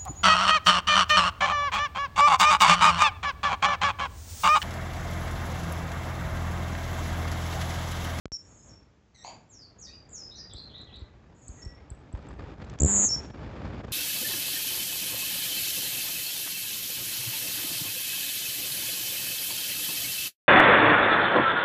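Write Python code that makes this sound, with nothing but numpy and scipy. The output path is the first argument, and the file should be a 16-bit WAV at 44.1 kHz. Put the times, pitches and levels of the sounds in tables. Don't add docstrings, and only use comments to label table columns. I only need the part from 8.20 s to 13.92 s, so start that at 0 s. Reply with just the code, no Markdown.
import sys
import numpy as np
from scipy import signal
from scipy.io import wavfile

SR = 44100
rng = np.random.default_rng(int(sys.argv[2]) if len(sys.argv) > 2 else 0)


def log_audio(samples):
    frames = np.atleast_2d(samples).T
    limited = np.clip(frames, -1, 1)
    pcm = np.round(limited * 32767).astype(np.int16)
    wavfile.write(sys.argv[1], SR, pcm)


def ratio_of_db(decibels):
    return 10 ** (np.asarray(decibels, float) / 20)


N = 252252


def rms_one(x):
    return x / np.sqrt(np.mean(x ** 2) + 1e-20)


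def add(out, s, piece):
    i = round(s * SR)
    out[i:i + len(piece)] += piece[:N - i]


def over_span(rows):
    s, *columns = np.transpose(rows)
    t = np.arange(s[0], s[-1], 1 / SR)
    return [np.interp(t, s, c) for c in columns]


def drift(rate_hz, size):
    r = np.exp(-2 * np.pi * rate_hz / SR)
    settle = 9000
    white = rng.standard_normal((size // SR + 1) * SR + settle)
    slow = signal.lfilter([1], [1, -2 * r, r * r], white)
    return rms_one(slow[settle:settle + size])


def soft_ends(x, fade_s):
    from_start = np.arange(len(x))
    edge = np.minimum(from_start, from_start[::-1]) / (fade_s * SR)
    return x * np.minimum(edge, 1)


def sine(hz):
    return np.sqrt(2) * np.sin(2 * np.pi * np.cumsum(hz) / SR)


def hump(length_s):
    return np.hanning(max(round(length_s * SR), 3))


def ring(x, hz, t60):
    r, w = ratio_of_db(-60 / (t60 * SR)), 2 * np.pi * hz / SR
    return signal.lfilter([0, np.sin(w)], [1, -2 * r * np.cos(w), r * r], x + 1e-18)


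def bands(spectrum, level_of):
    out, edges = 0, 28 * 2 ** np.arange(0, 8.6, .5)
    white = rng.standard_normal((2, N))
    spectrum_hz, spectrum_db = np.transpose(spectrum)
    for k, (low, high) in enumerate(zip(edges, edges[1:])):
        hz = np.sqrt(low * high)
        band_pass = signal.butter(2, [low, high], "band", fs=SR, output="sos")
        band = signal.sosfilt(band_pass, white[k % 2])
        colour_db = np.interp(np.log(hz), np.log(spectrum_hz), spectrum_db)
        out = out + band * ratio_of_db(colour_db + level_of(hz))
    return out


def whistles(notes, wavers, quiver_db):
    out = np.zeros(N)
    for note, waver in zip(notes, wavers):
        hz, db = over_span(note)
        pitch = hz * (1 + waver * drift(150, len(hz)))
        tone = sine(pitch) * ratio_of_db(db + quiver_db * drift(80, len(hz)))
        add(out, note[0][0], soft_ends(tone, 0.0035))
    return out


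PULSE_RATE = [(0, 202), (.78, 201), (.83, 245), (1, 250)]


def buzz(rows, swing_hz):
    db, hz = over_span(rows)[:2]
    size = len(hz)
    per_s = np.interp(np.linspace(0, 1, size), *np.transpose(PULSE_RATE))
    cycle = np.cumsum(per_s * (1 + .015 * drift(60, size))) / SR % 1
    shape = np.sin(np.pi * cycle) ** 1.1 * np.exp(-1.4 * cycle)
    shape = soft_ends(rms_one(shape * ratio_of_db(.8 * drift(150, size))), .002)
    swoop = np.cos(2 * np.pi * (cycle - .06))
    pitch = hz + 330 + swing_hz * swoop + 60 * drift(300, size)
    return ratio_of_db(db) * shape * sine(pitch), shape


# frequency in Hz, density in dB per Hz.
AMBIENT_SPECTRUM = [(180, -20), (300, 2), (500, -18.5), (2000, -16), (5000, -23.5), (7500, -20),
                    (8400, -39), (11000, -75)]


def yard_hiss():
    return ratio_of_db(-69 - 3.5) * rms_one(bands(AMBIENT_SPECTRUM, lambda hz: 0))


# frequency in Hz, density in dB per Hz.
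WIND_SPECTRUM = [(18, -39), (30, -13), (49, 1), (85, 1), (146, -5.5), (185, -7), (454, -16), (603, -17.5),
                 (859, -22), (1350, -23), (4180, -37.5), (6870, -51.5), (7730, -56), (8500, -71),
                 (11000, -108), (18700, -120)]
# time in seconds, level in dB.
GUST_STRENGTH = [(0.13, -74), (0.28, -62.5), (0.4, -65.5), (0.51, -60.5), (0.86, -73.5), (1.16, -61.5),
                 (1.3, -66.5), (1.899, -61), (2.7, -59), (2.98, -62), (3.25, -62.5), (3.4, -58.5),
                 (3.91, -58), (3.95, -53.5), (4.15, -47.5), (4.4, -50), (5.0, -48.5), (5.72, -43.5)]
# start in seconds, length in seconds.
CHOPPY_SPELLS = [
    (3.931, 0.31),
    (4.34, 0.28),
    (4.872, 0.274),
    (5.614, 0.17),
]
# start in seconds, length in seconds, drop in dB.
WIND_LULLS = [(3.907, 0.024, -4.5), (4.141, 0.048, -10.5), (4.346, 0.065, -8), (4.563, 0.021, -14),
              (5.067, 0.045, -8), (5.113, 0.028, -14.5), (5.62, 0.021, -17), (5.657, 0.029, -12),
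              (5.691, 0.018, -10.5)]
MEAN_GUST_DB, CALM_FLUTTER_DB, STRONG_FLUTTER_DB = -58, 2.65, 4.5


def wind():
    gust_db = np.interp(np.arange(N) / SR, *np.transpose(GUST_STRENGTH))
    swing = gust_db - MEAN_GUST_DB
    layers = -49.5 + swing, gust_db + 10.5, -51 + 1.04 * swing
    depth = np.full(N, CALM_FLUTTER_DB)
    for s, length in CHOPPY_SPELLS:
        extra = np.full(round(length * SR), STRONG_FLUTTER_DB - CALM_FLUTTER_DB)
        add(depth, s, soft_ends(extra, .015))
    flutter = depth * (0.21 * drift(17, N) + 0.89 * drift(98, N))
    for s, length, drop_db in WIND_LULLS:
        add(flutter, s - .004, drop_db * signal.windows.tukey(round((length + 0.0032) * SR), .5))

    def level_of(hz):
        place = np.interp(np.log(hz), np.log([110, 700, 2900]), [0, 1, 2])
        share = np.maximum(1 - np.abs(place - np.arange(3)), 0)
        mean_db = sum(part * layer for part, layer in zip(share, layers))
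        return mean_db + flutter * (.5 + 0.16 * place)
    return ratio_of_db(21.5) * bands(WIND_SPECTRUM, level_of)


def yard(x, first_s, lumpy_db):
    t = np.arange(SR // 2) / SR
    near_walls = ratio_of_db(-60 * t / 0.29)
    far_walls = ratio_of_db(-17 - 60 * t / 0.61)
    lumps = ratio_of_db(lumpy_db * drift(120, len(t)))
    echoes = rng.standard_normal(len(t)) * (near_walls + far_walls) * lumps * (t > first_s)
    return signal.fftconvolve(x, echoes / np.sqrt(np.sum(echoes ** 2)))[:N]


def slur(s, fall_s, top_hz, low_hz, db, swell_db, power):
    t = np.arange(0, 0.099, .002)
    high = np.exp(-(t / fall_s) ** 2)
    fade_db = 112 * np.maximum(t - 1.16 * fall_s, 0)
    return np.transpose([s + t, low_hz + (top_hz - low_hz) * high, db - swell_db * high ** power - fade_db])


DIP_START_HZ, DIP_SETTLE_HZ, DIP_AT_S, DIP_CLIMB_S = 3750, 4045, .031, .029


def dip(s, length, dip_hz, db):
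    t = np.arange(0, length, .002)
    climb = 1 - np.exp(-(np.maximum(t - DIP_AT_S, 0) / DIP_CLIMB_S) ** 2)
    hz = np.interp(t, [0, DIP_AT_S], [DIP_START_HZ, dip_hz]) + (DIP_SETTLE_HZ - dip_hz) * climb
    loss_db = .012 * np.maximum(DIP_START_HZ - hz, 0) + 8.5 * (1 - climb)
    fade_db = 173 * np.maximum(t - DIP_AT_S - DIP_CLIMB_S, 0)
    return np.transpose([s + t, hz, db - loss_db - fade_db])


# start in seconds, length in seconds, start and end pitch in Hz, level in dB.
PLAIN_GLIDES = [(.385, 0.059, 5100, 5600, -71), (1.293, .04, 6850, 6500, -83),
                (1.389, 0.076, 5150, 4280, -51), (1.582, 0.028, 6800, 6420, -55),
                (1.596, 0.0086, 6450, 8300, -47.5), (1.69, 0.065, 2400, 2950, -64),
                (1.724, 0.066, 4860, 4710, -51), (1.888, 0.011, 6360, 8100, -53),
                (2.0, 0.086, 5150, 5150, -45.5), (2.155, .014, 5750, 6220, -48),
                (2.238, 0.031, 4700, 4760, -60), (2.178, .12, 1760, 1947, -67),
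                (2.53, .35, 1950, 1988, -69), (3.374, 0.2, 1930, 1930, -64.5),
                (3.567, 0.041, 2050, 2260, -68)]
# start and fall time in seconds, top and low pitch in Hz, level in dB.
FALLING_SLURS = [
    (1.29, .046, 7530, 5260, -54.5),
    (1.599, .04, 6830, 4480, -50),
    (1.90, .058, 7700, 5100, -47.5),
    (2.162, .024, 6570, 4795, -47.5),
]
FAINT_SLURS = [
    (2.352, 0.015, 6500, 4193, -47),
]
# time in seconds, pitch in Hz, level in dB.
RASPY_CLIMB = [(2.11, 3850, -53), (2.185, 4230, -56)]
# start and length in seconds, dip pitch in Hz, level in dB, pitch waver as a share.
HOARSE_DIPS = [
    (2.295, 0.079, 3410, -44.5, .045),
    (2.487, 0.15, 3010, -45, .036),
    (2.668, 0.1, 2680, -46.5, 0.044),
]


def far_whistles():
    glides = [[(s, start_hz, db), (s + length, end_hz, db - 6.5)]
              for s, length, start_hz, end_hz, db in PLAIN_GLIDES]
    slurs = [slur(*row, swell_db=9, power=5.0) for row in FALLING_SLURS]
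    faint = [slur(*row, swell_db=37, power=1.0) for row in FAINT_SLURS]
    dips = [dip(*row[:-1]) for row in HOARSE_DIPS]
    out = whistles(glides, [0.012] * len(glides), quiver_db=3.0)
    out += whistles(slurs, [.009] * len(slurs), quiver_db=3.5)
    out += whistles(faint, [0.022] * len(faint), quiver_db=5.5)
    out += whistles([RASPY_CLIMB], [.05], quiver_db=4.0)
    out += whistles(dips, [row[-1] for row in HOARSE_DIPS], quiver_db=3.0)
    return out


# start in seconds, buzz length in seconds, level at its end in dB.
NEIGHBOUR_SONGS = [
    (0.193, .298, -60.5),
    (3.147, .27, -59),
]


def far_songs():
    out, start_hz, end_hz = np.zeros(N), 7240, 6750
    for s, length, db in NEIGHBOUR_SONGS:
        end = s + length
        middle = (s + 0.35 * length, db - 3, (start_hz + end_hz) / 2 - 120)
        add(out, s, buzz([(s, db - 14, start_hz), middle, (end, db, end_hz)], swing_hz=700)[0])
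        close_db = db + 8.5
        close = [(end, 5470, close_db), (end + 0.082, 5470, close_db - 14)]
        out += whistles([close], [.008], quiver_db=3.5)
    return out


# time in seconds, fundamental in Hz, level in dB.
NASAL_CALLS = [
    [(.945, 2150, -63), (.965, 1946, -61.5), (1.0, 1870, -62.5), (1.035, 2050, -56.5), (1.06, 2301, -50),
     (1.12, 2354, -68.5)],
    [(1.665, 1870, -52.5), (1.70, 1883, -58.5)],
]
NASAL_PARTIALS = [
    [-9, -3, -5, -6.5],
    [-9, -0.76, -19, -21],
]


def nasal_calls():
    out = np.zeros(N)
    for note, partials_db in zip(NASAL_CALLS, NASAL_PARTIALS):
        hz, db = over_span(note)
        hz = hz * (1 + .027 * drift(200, len(hz)))
        stack = sum(ratio_of_db(p) * sine(hz * (k + 1)) for k, p in enumerate(partials_db))
        add(out, note[0][0], soft_ends(stack * ratio_of_db(db + 5.0 * drift(170, len(hz))), 0.0024))
    return out


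# frequency in Hz, level in dB, 60 dB decay time in seconds.
WOOD_MODES = [(745, -3, 0.051), (900, -2.5, 0.026), (980, -10, 0.02), (1670, -15, 0.013), (2150, -13, 0.02),
              (2610, -9.5, 0.013), (3070, -12, 0.0076)]
# time in seconds, level in dB.
WOOD_BLOWS = [
    (1.046, -34),
    (1.077, -36.5),
    (1.094, -42.5),
    (1.111, -45),
    (1.136, -56),
]


def knock():
    out = np.zeros(N)
    for s, blow_db in WOOD_BLOWS:
        blow = np.zeros(4000)
        blow[:130] = rng.standard_normal(130) * np.hanning(130) / 9
        blow[60] += .9
        rings = sum(ratio_of_db(db + 1.6 * rng.standard_normal()) * ring(blow, hz, t60) for hz, db, t60 in WOOD_MODES)
        crack = 4.5 * signal.lfilter([.35], [1, -.65], blow)
        add(out, s, ratio_of_db(blow_db) * (rings + crack))
    return signal.sosfilt(signal.butter(3, 660, "high", fs=SR, output="sos"), out)


# time in seconds, peak level in dB.
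CAGE_TICKS = [(2.583, -47), (2.7686, -49), (3.973, -50), (4.0257, -51), (4.067, -47), (4.4448, -38),
              (4.498, -28.5), (4.537, -38), (4.588, -26.5), (5.101, -51), (5.6376, -50), (5.6725, -46),
              (5.6944, -46)]


def ticks():
    out = np.zeros(N)
    for s, db in CAGE_TICKS:
        add(out, s, ratio_of_db(db - 8.5) * rng.standard_normal(400) * np.exp(-np.arange(400) / 105.0))
    return out


# time in seconds, peak level in dB, pitch in Hz, under-note level in dB, low thump level in dB.
CAGED_CHIPS = [(2.3357, -44.5, 7850, -50, -39.5), (2.615, -66, 7520, -64, -50),
               (2.643, -73, 6750, -64, -59), (2.7592, -68, 7900, -61, -43), (2.795, -70, 7650, -59, -48),
               (2.808, -74, 7560, -57, -34), (3.2814, -41, 7960, -53.5, -34),
               (3.4505, -51.5, 8070, -57, -29.5), (3.703, -44, 8020, -60, -31.5),
               (3.9272, -54, 8100, -70, -24), (4.088, -55, 7970, -68, -57)]


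def chips():
    voice, thumps = np.zeros(N), np.zeros(N)
    for s, db, hz, under_db, thump_db in CAGED_CHIPS:
        shape = hump(0.0037)
        add(voice, s - .0015, ratio_of_db(db + 8.0) * shape * sine(hz * np.linspace(.92, 1.06, len(shape))))
        shape = hump(0.0019)
        add(voice, s + 0.006, ratio_of_db(under_db) * shape * sine(np.linspace(4200, 5000, len(shape))))
        add(thumps, s + 0.01016, ratio_of_db(thump_db) * hump(0.0037))
    return voice, thumps + 0.046 * ring(thumps, 69, 0.028)


# start in seconds, peak level in dB, length in seconds, low thump level in dB.
OPENING_NOTES = [
    (4.5998, -23, .0035, -30),
    (4.6035, -18, .0045, -22),
    (4.6170, -18, .006, -14),
    (4.6310, -17, .007, -11),
    (4.6455, -18, .007, -11),
    (4.6580, -21, .005, -15),
]


def opening():
    voice, thumps = np.zeros(N), np.zeros(N)
    t = np.arange(3000) / SR
    swell = 2.8 * (1 - np.exp(-t / 0.0028)) * np.exp(-t / 0.0099)
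    for k, (s, db, length, thump_db) in enumerate(OPENING_NOTES):
        shape = hump(length)
        start_hz, end_hz = (6100, 8100) if k < 2 else (8350, 6450)
        add(voice, s, ratio_of_db(db - 1.5) * shape * sine(np.linspace(start_hz, end_hz, len(shape))))
        add(thumps, s + .0001, -0.73 * ratio_of_db(thump_db) * hump(0.00186))
        add(thumps, s + .0016, ratio_of_db(thump_db) * swell)
        crackle = hump(.004) * rng.standard_normal(len(hump(.004)))
        add(thumps, s + 0.00076, ratio_of_db(thump_db - 28.5) * crackle)
    return voice, thumps


# time in seconds, rms level in dB, centre pitch in Hz.
SONG_BUZZ = [(4.6626, -28.5, 7140), (4.701, -23.5, 7210), (4.781, -21.5, 6960), (4.851, -22, 6760),
             (4.878, -27, 6530), (4.891, -31, 6330)]
PREVIOUS_BUZZ = [(0, -38, 6950), (.102, -39, 6640)]


def buzzing():
    voice, thumps = np.zeros(N), np.zeros(N)
    add(voice, 0, buzz(PREVIOUS_BUZZ, swing_hz=600)[0])
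    start_s = SONG_BUZZ[0][0]
    tone, shape = buzz(SONG_BUZZ, swing_hz=620)
    add(voice, start_s, tone)
    t = np.arange(len(shape)) / SR
    die_away = ratio_of_db(-1295 * np.maximum(t - 0.1864, 0))
    add(thumps, start_s, -ratio_of_db(-30.5 - 26 * t) * die_away * shape ** 2)
    rasp = rms_one(signal.lfilter([1], [1, -1.72, .74], rng.standard_normal(SR))[:len(shape)])
    attack = np.minimum(0.44 + t / 0.038, 1)
    add(thumps, start_s, ratio_of_db(-40.5) * die_away * attack * rasp * (0.68 + 0.71 * shape))
    return voice, thumps


# time after the start in seconds, pitch in Hz, level in dB.
CLOSING_VOICES = [
    [(0, 5150, -14), (.003, 5380, -6), (.015, 5390, -1), (.023, 5400, -3), (.047, 5410, -2),
     (.072, 5410, -9)],
    [(.018, 5820, -7), (.031, 5620, -11), (.046, 5640, -7), (.069, 5600, -14)],
]
# start in seconds, rms level in dB.
CLOSING_STARTS = [
    (.104, -32.5),
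    (4.889, -24.5),
]


def closing_whistle():
    notes = [np.add(part, [s, 0, db]) for s, db in CLOSING_STARTS for part in CLOSING_VOICES]
    return whistles(notes, [.004, .011] * 2, quiver_db=2.4)


def song():
    (opening_voice, opening_thumps), (buzz_voice, buzz_thumps) = opening(), buzzing()
    return opening_voice + buzz_voice + closing_whistle(), opening_thumps + buzz_thumps


def scene():
    (song_voice, song_thumps), (chip_voice, chip_thumps) = song(), chips()
    near = song_voice + chip_voice
    near = near + ratio_of_db(-10) * np.roll(near, round(0.0025 * SR))
    far = far_whistles() + far_songs() + nasal_calls() + knock()
    direct = near + song_thumps + chip_thumps + ticks() + ratio_of_db(-2.0) * far + wind() + yard_hiss()
    near_echo = ratio_of_db(-15) * yard(near, 0.0044, lumpy_db=-5.0)
    far_echo = yard(far, 0.0077, lumpy_db=3.0)
    return (direct + near_echo + far_echo)[None]


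def roll_off(x):
    return signal.sosfilt(signal.butter(12, 8930, fs=SR, output="sos"), x)


# time in seconds, step height.
OFFSET_STEPS = [
    (0.056, 0.055),
    (0.0571, -0.07),
    (0.081, .002),
    (0.1193, -0.031),
    (0.141, .003),
]


def record(dry):
    x = dry * (np.arange(N) >= .1195 * SR)
    steps = np.zeros(N)
    for s, height in OFFSET_STEPS:
        steps[round(s * SR):] += height
    x = signal.sosfilt(signal.butter(4, 45, "high", fs=SR, output="sos"), x + steps)
    x = signal.sosfilt(signal.cheby2(12, 60, 9000, fs=SR, output="sos"), x)
    return roll_off(x)


dry = scene()
out = record(dry)
log_audio(out)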